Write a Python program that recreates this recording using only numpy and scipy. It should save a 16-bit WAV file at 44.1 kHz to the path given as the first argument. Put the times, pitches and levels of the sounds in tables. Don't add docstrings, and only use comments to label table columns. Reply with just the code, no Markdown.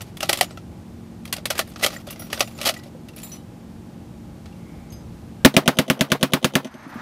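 import sys
import numpy as np
from scipy import signal
from scipy.fft import rfft, irfft
from scipy.io import wavfile
from scipy.ndimage import uniform_filter1d

SR = 44100
rng = np.random.default_rng(int(sys.argv[2]) if len(sys.argv) > 2 else 0)


def decibels_to_gain(level_db):
    exponent = np.asarray(level_db, float) / 20
    return 10 ** exponent


def to_wav(s):
    ch = np.atleast_2d(s).T
    pcm = np.round(np.clip(ch, -1, 1) * 32767)
    wavfile.write(sys.argv[1], SR, pcm.astype(np.int16))


N = 309141


def noise():
    return rng.standard_normal(N)


def filtered(x, order, hz, kind="low"):
    return signal.sosfilt(signal.butter(order, hz, kind, fs=SR, output="sos"), x)


def band(x, lo_hz, hi_hz):
    return filtered(x, 2, [lo_hz, min(hi_hz, .45 * SR)], "band")


def level(x, db):
    return x * decibels_to_gain(db) / np.sqrt(np.mean(x ** 2))


def fade60(t, t60):
    return np.exp(-np.log(1000) * t / t60)


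def ring(modes, seconds, pitch=1):
    t = np.arange(int(seconds * SR)) / SR
    return sum(decibels_to_gain(db) * np.sin(2 * np.pi * hz * pitch * t) * fade60(t, t60) for hz, db, t60 in modes)


def add(out, s, x):
    i = max(int(s * SR), 0)
    out[i:i + len(x)] += x[:N - i]


def walk(rate):
    k = int(SR / rate)
    steps = np.repeat(rng.standard_normal(N // k + 1), k)
    return 1.13 * uniform_filter1d(uniform_filter1d(steps, k), k)[:N]


# frequency in Hz, level in dB per Hz.
AIR_SPECTRUM = [(12, -41.5), (20, -12), (81, -6.5), (172, -5), (198, -8), (228, -7), (255, -12.5),
                (301, -11), (388, -19), (446, -16.5), (849, -24), (1710, -32.5), (12800, -44.5),
                (14700, -42), (16000, -70)]


def air():
    hz = np.maximum(np.fft.rfftfreq(N, 1 / SR), 1)
    curve_hz, curve_db = np.transpose(AIR_SPECTRUM)
    shape = decibels_to_gain(np.interp(np.log(hz), np.log(curve_hz), curve_db))
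    bass_lift = 1 + (75 / np.maximum(hz, 25)) ** 2
    hiss = irfft(rfft(noise()) * shape * bass_lift, N)
    return level(hiss, -36.6) * decibels_to_gain(0.39 * walk(1.49))


# time in seconds, level in dB.
WIND_LEVELS = [(0, -48), (.37, -73), (.62, -50), (1.2, -53), (1.45, -48), (1.95, -56), (2.34, -44),
               (2.8, -73), (3.6, -54), (5.13, -46.5), (5.6, -52), (6.55, -62), (6.85, -55), (7.01, -62)]


def wind():
    times, levels_db = np.transpose(WIND_LEVELS)
    wind_db = np.interp(np.arange(N) / SR, times, levels_db, -60, -60)
    return level(band(noise(), 33, 88.5), 0) * decibels_to_gain(wind_db + 11.5 + 1.5 * walk(6.67))


# centre in Hz, width in Hz, level in dB.
WHINES = [(824, 68, -61.5)]


def engine_whine():
    return sum(level(band(noise(), hz - width / 2, hz + width / 2), db) for hz, width, db in WHINES)


# time in seconds, rate in Hz.
IDLE_RATES = [(0, 22.6), (.5, 23.2), (1.14, 22.7), (3.0, 22.85), (3.9, 22.6), (4.4, 22.3), (5.4, 22.3)]
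# multiple of the firing rate, rms level in dB.
IDLE_ORDERS = [(3, -58), (4, -51), (5, -51), (6, -57), (7, -54), (8, -47), (9, -58), (10, -46.5), (11, -58),
               (12, -60), (13, -56), (14, -57), (15, -60), (16, -56)]


def engine_idle():
    times, rates_hz = np.transpose(IDLE_RATES)
    rate_hz = np.interp(np.arange(N) / SR, times, rates_hz) * (1 + .002 * walk(6))
    phase = 2 * np.pi * np.cumsum(rate_hz) / SR
    out = np.zeros(N)
    for order, db in IDLE_ORDERS:
        tone = np.sin(round(order) * phase + 2 * np.pi * rng.random())
        out += np.sqrt(2) * decibels_to_gain(db + 1.8 * walk(3)) * tone
    return out


def squeak():
    start_s, length_s, hz, width_hz, rub_db = 4.5, 0.5, 2200, 260, -61
    swell = np.sin(np.pi * np.clip((np.arange(N) / SR - start_s) / length_s, 0, 1))
    return level(band(noise(), hz - width_hz / 2, hz + width_hz / 2), rub_db) * swell


# start in seconds, end in seconds, level in dB.
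SCRAPES = [(0.031, 0.079, -54.5), (.2, 0.429, -46.5), (.445, 0.511, -53.5), (1.249, 1.309, -54),
           (1.33, 1.386, -47.5), (1.465, 1.5, -44), (1.5, 1.619, -41), (1.642, 1.751, -54.5),
           (1.76, 1.785, -52), (1.785, 1.833, -46), (1.871, 1.945, -42), (1.945, 2.0, -48),
           (2.068, 2.134, -44.5), (2.15, 2.299, -58), (2.305, 2.325, -45), (2.325, 2.385, -40),
           (2.385, 2.43, -36), (2.44, 2.58, -53.5), (2.578, 2.751, -46), (2.759, 2.8, -50),
           (2.83, 2.88, -55), (3.165, 3.25, -53), (3.25, 3.37, -56), (4.451, 4.801, -66)]


def slide_power():
    grip_s, let_go_s, let_go_db = .004, 0.033, -19
    slides = np.zeros(N)
    for start, end, db in SCRAPES:
        t = np.arange(0, end - start + let_go_s, 1 / SR)
        gripping = 1 - t / grip_s
        letting_go = np.maximum(t - end + start, 0) / let_go_s
        add(slides, start, decibels_to_gain(db + let_go_db * np.maximum(gripping, letting_go)) ** 2)
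    tilt_db = np.array([[-3], [0], [-6]])
    stutter_db = 4.6 * walk(60) + 3.0 * walk(250)
    return slides * decibels_to_gain(-2 + stutter_db + tilt_db) ** 2


def slide_clicks():
    clicks_per_s, t60 = 520, .018
    out = np.zeros(N)
    for start, end, db in SCRAPES:
        for when, size, a, b in rng.random((int(clicks_per_s * (end - start)) + 1, 4)):
            click_db = db - 3 - 2.5 * np.log(size + 0.024)
            low = (550 * 12.0 ** a, click_db, t60)
            high = (2100 * 7.0 ** b, click_db - 4.0, .7 * t60)
            add(out, start + when * (end - start), ring([low, high], .03))
    return out


# time in seconds, level in dB,
# weight in dB (heavy is dull, light is bright), note in Hz.
BOLT_BLOWS = [(.008, -32, 2, 2820), (.017, -31.5, -5, 5840), (.1703, -32.5, -4, 3420),
              (.2057, -25, -3, 2870), (.222, -34, 5, 2640), (.2275, -25, 0, 2800), (.2305, -17.5, 1, 1380),
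              (.255, -33, -2, 3910), (.32, -30, -3, 4500), (.356, -32, -3, 6000), (.425, -27, -2, 3000),
              (.2905, -23, -3, 3000), (.2935, -9, -0.5, 1520), (.3298, -11, -3.5, 2100),
              (.3731, -23, -2.5, 3200), (.388, -25, -2.5, 3030), (.4108, -8.5, -1.5, 1950),
              (.439, -30, -5, 2000), (.508, -40, 6, 2060), (.5733, -39, 3, 2000)]
COVER_BLOWS = [(1.254, -34, -5, 3300), (1.277, -39, -1, 4500), (1.3269, -16, -5, 4200),
               (1.337, -23, -5, 4650), (1.365, -30, -2.5, 4800), (1.382, -37, 5, 2060),
               (1.4559, -16, -4, 3900), (1.5028, -19, -1, 3300), (1.506, -15, -1, 1500),
               (1.5534, -31, 0, 1570), (1.58, -23, -6, 1680), (1.5916, -10.5, -1, 1190),
               (1.6744, -43.5, 2, 1870), (1.7598, -35, 7, 1660), (1.795, -38, 6, 1710),
               (1.811, -35, 3, 1220), (1.8455, -11.5, -1.5, 3130), (1.863, -12.5, -1, 3230),
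               (1.905, -33.5, 6, 1940), (1.93, -34, 4, 1020), (1.9636, -43, 8, 1910)]
LATCH_BLOWS = [(2.0683, -44, 9, 1620), (2.0856, -41, 2, 3400), (2.102, -37, 0, 3500), (2.16, -44, 4, 2100),
               (2.2, -41, 4, 2000), (2.107, -33.5, -7, 6130), (2.1277, -37.5, -1.5, 2720),
               (2.195, -42, 4, 5700), (2.22, -37, 8, 1400), (2.268, -43, 2, 1880), (2.3018, -35, 2.5, 1140),
               (2.3289, -18, 0, 1790), (2.345, -29, -3, 1500), (2.376, -33, 5, 1520),
               (2.3952, -25, -3, 2650), (2.4062, -10, 1.5, 2660), (2.4753, -36, 0, 2740),
               (2.578, -39, -3, 5560), (2.5882, -34.5, 7, 2720), (2.6138, -21.5, -0.5, 2930),
               (2.63, -26, -1, 3000), (2.641, -28, 0, 1380), (2.689, -13.5, -0.5, 2950),
               (2.6935, -16.5, -2, 3400), (2.7397, -32, -1, 2700), (2.767, -42, 6, 1930),
               (2.79, -45, 0, 1020), (2.835, -44, -1, 6560)]
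BELT_BLOWS = [(3.0855, -38.5, 0, 2800), (3.1348, -52, 1, 2700), (3.1633, -46, -8, 2680),
              (3.1803, -41, -2, 5700), (3.187, -41, -6, 2580), (3.199, -41, -5, 2700),
              (3.218, -46, -7, 5430), (3.2316, -36, -4, 2680), (3.245, -46, 2, 2700),
              (3.274, -50, -3, 4500), (3.317, -42, -2, 5930), (3.349, -52, -7, 2780), (4.458, -42, 4, 1800),
              (4.924, -43, -3, 6500)]
# start in seconds, end in seconds, first tick in dB, last tick in dB,
# note in Hz.
CHATTERS = [
    (1.823, 1.841, -30, -12, 1990),
    (2.652, 2.677, -22, -13.5, 3180),
]


def blow_list():
    blows = BOLT_BLOWS + COVER_BLOWS + LATCH_BLOWS + BELT_BLOWS
    rebounds = []
    for s, db, weight, hz in blows:
        if db > -16 and weight > -5:
            rebounds.append((s + .019, db - 17.5, 1.5, 1.6 * hz))
    blows = blows + rebounds
    for start, end, first_db, last_db, hz in CHATTERS:
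        for k, s in enumerate(np.arange(start, end, .004)):
            tick_db = first_db + (last_db - first_db) * np.sqrt((s - start) / (end - start))
            blows.append((s, tick_db, -1.5 - 1.8 * (-1) ** k, hz))
    return blows


def strike_parts():
    t = np.arange(6000) / SR
    onset = 1 - np.exp(-t / 0.0008)
    power, parts = np.zeros((3, N)), np.zeros(N)
    for s, db, weight, hz in blow_list():
        heavy, light = max(weight, 0), min(weight, 0)
        t60 = max(.066 - .0006 * (db + 10) + .0028 * weight, .015)
        body_db = db - 4.4 + 0.57 * heavy + 1.74 * light
        edge_db = db - 9.0 - 1.1 * heavy - 0.72 * light
        tick = decibels_to_gain(1.2) * np.exp(-t / 0.0022)
        rattle = decibels_to_gain(-.3) * fade60(t, t60)
        rustle = decibels_to_gain(-32) * np.exp(-t / 0.017)
        shape = onset * (tick + rattle + rustle)
        for layer, layer_db in zip(power, (body_db, db - 3.1, edge_db)):
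            add(layer, s - .0008, (decibels_to_gain(layer_db) * shape) ** 2)
        notes = [(hz, db - 2.5, .35 * t60)]
        for a, b in rng.random((3, 2)):
            notes.append((1000 * 7.0 ** a, db - 5.5 - 8 * b, .25 * t60))
        add(parts, s, ring(notes, .1) * onset[:SR // 10])
    return power, parts


# centre in Hz, width in Hz, level in dB.
STEEL = [(610, 184, 4), (735, 244, 1.5), (1380, 550, -0.5), (2016, 160, 3), (2870, 1500, -2.5),
         (3370, 190, -4), (4140, 200, -17)]


def steel(x):
    return sum(decibels_to_gain(db) * band(x, hz - width / 2, hz + width / 2) for hz, width, db in STEEL)


def low_body(x):
    return band(steel(x) + decibels_to_gain(1.0) * x, 297, 1680)


def middle(x):
    return band(band(steel(x) + decibels_to_gain(15) * x, 950, 7000), 650, 6800)


def bright_edge(x):
    return band(x, 5200, 13600)


def handling():
    power, parts = strike_parts()
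    power += slide_power()
    grit = noise() * decibels_to_gain(1.47 * walk(900))
    out = parts * decibels_to_gain(2.1 * walk(300))
    for colour, layer in zip((low_body, middle, bright_edge), power):
        out += colour(grit * np.sqrt(layer)) / np.std(colour(grit[:SR]))
    return out


# time in seconds, level in dB, lowest note in Hz.
JINGLES = [(.017, -37, 7070), (1.5803, -30, 7000), (1.675, -48, 7000), (1.69, -46, 8000), (1.70, -49, 8000),
           (1.78, -50, 8000), (1.797, -48, 7000), (1.814, -44, 8000), (2.07, -46, 9000),
           (2.107, -33, 10500), (2.118, -42, 10000), (2.128, -42, 10000), (2.195, -46, 10100),
           (2.27, -50, 9000), (2.3954, -30, 8000), (2.483, -48, 4000), (2.578, -48, 10000),
           (2.775, -48, 6000), (3.09, -60, 6900), (3.163, -41, 10000), (3.187, -42, 10000),
           (3.2, -48, 9000), (3.219, -44, 7000), (3.232, -39, 10000), (3.275, -52, 8000),
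           (3.322, -48, 10000), (3.356, -56, 4970), (6.71, -53, 9000), (6.88, -53, 9000)]


def jingles():
    out = np.zeros(N)
    for s, db, low_hz in JINGLES:
        grid_hz = np.linspace(low_hz, 15200, 8)
        gap_hz = grid_hz[1] - grid_hz[0]
        notes = []
        for hz, (a, b) in zip(grid_hz, rng.random((7, 2))):
            notes.append((hz + a * gap_hz, db - 8.0 * b, .04 * (.5 + a)))
        add(out, s, ring(notes, .06, 0.96))
    return out


# frequency in Hz, level in dB, t60 in seconds.
PIN = [(3300, -18, .2), (5706, -9, .9), (10510, 0, .2), (10780, -5, .17), (12960, -7, .2), (14160, -4, .9),
       (14810, -6, .5)]
LINK = [(3850, -10, .8), (4200, -16, .4), (7190, -2, .4), (7671, -11, .4), (8016, -12, .4), (10610, -1, .3),
        (10869, -4, .4), (12274, -7, .25), (13011, -10, .5), (13980, 0, .3), (14357, 0, .2),
        (15009, -3, .25)]
CASE = [(4963, -6, .5), (6230, -10, .3), (6385, -4, .3), (8909, -5, .15), (11590, -5, .2), (12100, -12, .2),
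        (14070, -10, .1), (15370, -8, .1)]
SHELL = [(6250, -7, .5), (8877, -11, .5), (10515, -2, .4), (11550, -5, .3), (12100, -1, .6),
         (14045, -7, .4), (15283, -4, .5)]
HINGE = [(4786, -4, .4), (5749, -5, .8), (6315, -4, .5), (7122, -4, .5), (8667, -6, .5), (10560, -3, .5),
         (10830, -6, .3), (12120, -2, .6), (12600, -6, .2), (13990, -5, .6), (14800, -3, .6)]
# time in seconds, level in dB.
PIN_HITS = [(2.108, -49), (2.195, -37), (2.21, -44), (2.41, -48), (2.48, -54), (3.163, -53)]
LINK_HITS = [(2.52, -58), (3.233, -40), (3.275, -57), (3.295, -47), (3.325, -50)]
CASE_HITS = [(4.922, -43), (5.515, -48), (5.74, -42), (6.715, -58), (6.78, -53), (6.83, -54)]
SHELL_HITS = [(5.95, -48), (6.2, -52), (6.42, -54), (6.89, -53), (6.94, -57)]
HINGE_HITS = [(1.865, -47), (1.95, -58), (2.021, -66), (2.33, -50), (2.44, -53), (2.55, -62)]


def chimes():
    out, span = np.zeros(N), np.linspace(0, 1, int(.13 * SR))
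    fade = np.cos(span * np.pi / 2)
    loose_parts = ((PIN, PIN_HITS), (LINK, LINK_HITS), (CASE, CASE_HITS), (SHELL, SHELL_HITS),
                   (HINGE, HINGE_HITS))
    for modes, hits in loose_parts:
        for s, db in hits:
            for hz, part_db, t60 in modes:
                waver_db = np.interp(span, np.linspace(0, 1, 9), 3.5 * rng.standard_normal(9))
                waver_db += 1.2 * rng.standard_normal()
                add(out, s, ring([(hz, db + part_db - 1.5, t60)], .13) * decibels_to_gain(waver_db) * fade)
    return out * decibels_to_gain(2.5 * walk(60))


# time in seconds, note in Hz, level in dB, t60 in seconds. Latch tones, panels
SINGLE_RINGS = [(.375, 7020, -46, .3), (0.44, 7020, -46, 0.22), (.375, 7500, -29, .025),
                (.509, 8050, -46, .08), (1.964, 1920, -30, 0.038), (2.764, 1950, -36, .09),
                (3.319, 5916, -34, 0.13), (3.326, 5950, -36, 0.11), (.4115, 740, -9, 0.036),
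                (0.292, 568, -11.5, 0.046), (.2935, 332, -20, 0.058), (2.86, 560, -33, .06),
                (2.95, 520, -35, .06), (2.075, 580, -29, .06), (5.4, 1600, -59, .5),
                (4.527, 2750, -50, 0.056), (4.904, 6400, -44, 0.065), (6.865, 270, -20, 0.056),
                (6.957, 230, -21, 0.07), (6.85, 200, -26, .06),
                (2.55, 7120, -49, .12), (2.77, 7200, -44, .06), (3.163, 10800, -42, .12),
               (3.163, 14400, -44, .08), (3.18, 7150, -44, .05), (3.27, 3850, -52, .6),
               (4.93, 6300, -50, .3), (3.3, 4200, -52, .3), (3.32, 3000, -54, .4), (3.322, 7190, -46, .2),
               (3.325, 10610, -49, .15), (3.345, 5920, -48, .15), (6.715, 6250, -55, .9),
               (6.715, 8877, -60, .9), (6.715, 11600, -59, .7), (6.75, 12200, -61, .8),
               (1.968, 7200, -42, .05), (1.955, 12120, -54, .4), (2.395, 12500, -30, .03),
               (.294, 4600, -20, .025), (.231, 2800, -25, .02), (.412, 3000, -21, .02),
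               (.574, 1330, -33, .04),
                (.23, 653, -26, .05), (.23, 1340, -21, .04), (.33, 2030, -21, 0.058), (.574, 2700, -38, .03),
               (.206, 2800, -25, .03), (4.458, 2200, -50, .03), (4.458, 5300, -52, .03),
               (1.336, 2800, -29, .04), (1.364, 760, -36, .04), (1.383, 620, -32, .05),
               (1.383, 3500, -40, 0.034), (1.504, 623, -25, 0.056), (1.506, 1370, -25, 0.064),
               (1.553, 1610, -35, 0.045), (1.566, 1900, -35, .04), (1.574, 1650, -36, .04),
               (1.592, 757, -20, .05), (1.6, 1303, -26, 0.045), (1.612, 1770, -28, 0.054),
               (1.845, 566, -21, 0.045), (1.864, 580, -24, 0.063), (2.09, 3480, -44, .08),
               (2.1, 2800, -39, 0.11), (2.126, 2790, -38, .04), (2.16, 2100, -48, .03),
               (2.33, 1900, -26, .05), (2.665, 905, -23, .05), (2.675, 650, -22, .06),
               (2.69, 603, -23, 0.07), (2.72, 617, -40, .15), (2.8, 1950, -46, .1), (2.83, 2000, -47, .05),
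               (3.086, 2730, -40, .05), (3.136, 2750, -52, .05), (4.742, 800, -45, .05)]


def lone_rings():
    out = np.zeros(N)
    for s, hz, db, t60 in SINGLE_RINGS:
        add(out, s, ring([(hz, db, t60)], .15))
    return out * decibels_to_gain(2.5 * walk(60))


def rumble():
    t = np.arange(N) / SR
    fade = sum((t > s) * np.exp(-np.maximum(t - s, 0) / .023) for s, *_ in SHOTS)
    return level(band(noise(), 150, 1160) * decibels_to_gain(5.1 * walk(90)), -6.5) * fade


def hills():
    t = np.arange(N) / SR
    bumps = sum(np.exp(-((t - s - 1.8) / .02) ** 2) for s, *_ in SHOTS)
    swell = np.clip((t - SHOTS[0][0] - 1.19) / .03, 0, 1)
    dull = band(band(noise(), 600, 1950), 300, 2250)
    bright = decibels_to_gain(-19) * band(noise(), 2200, 5600)
    roll = level((dull + bright) * decibels_to_gain(1.5 * walk(79)), 1.3)
    return roll * swell * decibels_to_gain(-39 + 7 * bumps)


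# delay in seconds, level in dB, top in Hz, treble in dB.
SLAPS = [
    (.0925, -18.5, 900, -11),
    (0.116, -34, 1460, -5),
    (.187, -31, 800, -14),
]


def slaps(shots):
    smear = rng.standard_normal(1200) * np.exp(-np.arange(1200) / SR / 0.0096)
    smear[0] = 17
    rough = signal.fftconvolve(shots, smear / np.linalg.norm(smear))[:N]
    treble = band(band(rough, 410, 12400), 260, 15000)
    out = np.zeros(N)
    for delay, db, top_hz, treble_db in SLAPS:
        add(out, delay, decibels_to_gain(db) * (band(rough, 200, top_hz) + decibels_to_gain(treble_db) * treble))
    return out


# time in seconds, crack level in dB, crack pitch in Hz.
SHOTS = [(5.4485, 25, 3600), (5.5661, 25, 2700), (5.6777, 31, 3150), (5.7876, 28, 3190), (5.9000, 26, 2840),
         (6.0092, 22, 3370), (6.1184, 24, 3080), (6.2289, 28, 3360), (6.3351, 28, 3330), (6.4445, 24, 3210),
         (6.5539, 25, 3120)]
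# delay in seconds, level in dB, pitch in Hz.
BOUNCES = [
    (.0022, 19.5, 1750),
    (.0056, 12, 1500),
]
# delay in seconds, pitch in Hz, level in dB,
# t60 in seconds.
BLAST_RINGS = [(.0004, 357.6, 6.5, 0.055), (.0055, 240, 6.5, 0.02), (.0008, 627, 8.5, 0.045),
               (.0008, 524, 8.5, 0.04), (.0025, 270, 7.5, 0.075), (.0025, 208, -6, 0.13),
               (.005, 141, -7, 0.15)]


def gun():
    out, t = np.zeros(N), np.arange(4410) / SR
    blast_db, gas_db, gas_after_s = 21, 17.5, .0017
    swell = 1 - np.exp(-np.maximum(t - gas_after_s, 0) / 0.0004)
    jet = swell * (np.exp(-t / 0.0035) + decibels_to_gain(-24) * np.exp(-t / 0.018))
    for s, crack_db, crack_hz in SHOTS:
        louder, sharper, later = rng.standard_normal(3)
        crack = -np.sin(2 * np.pi * crack_hz * t) * (t < .00085)
        turn = t / (0.00545 + 0.00012 * later)
        blast = np.sin(2 * np.pi * turn) * (turn < 1) * np.exp(-turn / 1.8)
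        hiss = rng.standard_normal(len(t))
        gas = level(band(hiss, 315, 4400) + decibels_to_gain(-7.5) * hiss, 0)
        add(out, s, decibels_to_gain(crack_db) * crack + decibels_to_gain(blast_db) * blast + decibels_to_gain(gas_db) * jet * gas)
        for late, db, hz in BOUNCES:
            bounce = ring([(hz, db + 2.0 * louder, .008)], .004, 1 + .14 * sharper)
            add(out, s + late + .0002 * later, bounce)
        for late, hz, db, t60 in BLAST_RINGS:
            mode = (hz, db + 1.7 * rng.standard_normal(), t60)
            add(out, s + late, ring([mode], 0.17, 1 + 0.012 * sharper))
    return out


def scene():
    shots = gun()
    background = air() + wind() + engine_whine() + engine_idle()
    metal = squeak() + slide_clicks() + handling() + jingles() + chimes() + lone_rings()
    landscape = rumble() + hills() + slaps(np.clip(shots, -6.0, 6.0))
    return (background + metal + landscape + shots)[None]


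def gain_db():
    t = np.arange(N) / SR
    first_s, last_s = SHOTS[0][0], SHOTS[-1][0]
    duck = -14 * (1 - np.exp(-np.maximum(t - first_s - .006, 0) / .12))
    since = np.maximum(t - first_s - .014, 0)
    jolt = -5 * (1 - np.exp(-since / .006)) * np.exp(-since / .04)
    climb = 30.5 * np.maximum(t - last_s - 0.047, 0)
    return duck + jolt + climb


def band_limit(x):
    return signal.sosfilt(signal.butter(12, 16390, fs=SR, output="sos"), x)


def record(dry):
    capsule = np.clip(dry, -decibels_to_gain(9.5), decibels_to_gain(7.5))
    coupled = np.clip(filtered(capsule, 1, 100, "high"), -decibels_to_gain(10.5), decibels_to_gain(10.5))
    load = filtered(np.maximum(np.abs(capsule) - 1, 0), 1, 45)
    sagged = coupled / (1 + .5 * np.maximum(load, 0))
    soft = filtered(sagged * decibels_to_gain(gain_db()), 2, 14000)
    converter = np.clip(filtered(soft, 2, 75, "high"), -.95, .95)
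    mix = signal.sosfilt(signal.ellip(6, .2, 40, 15500, fs=SR, output="sos"), converter)
    return band_limit(mix)


dry = scene()
out = record(dry)
to_wav(out)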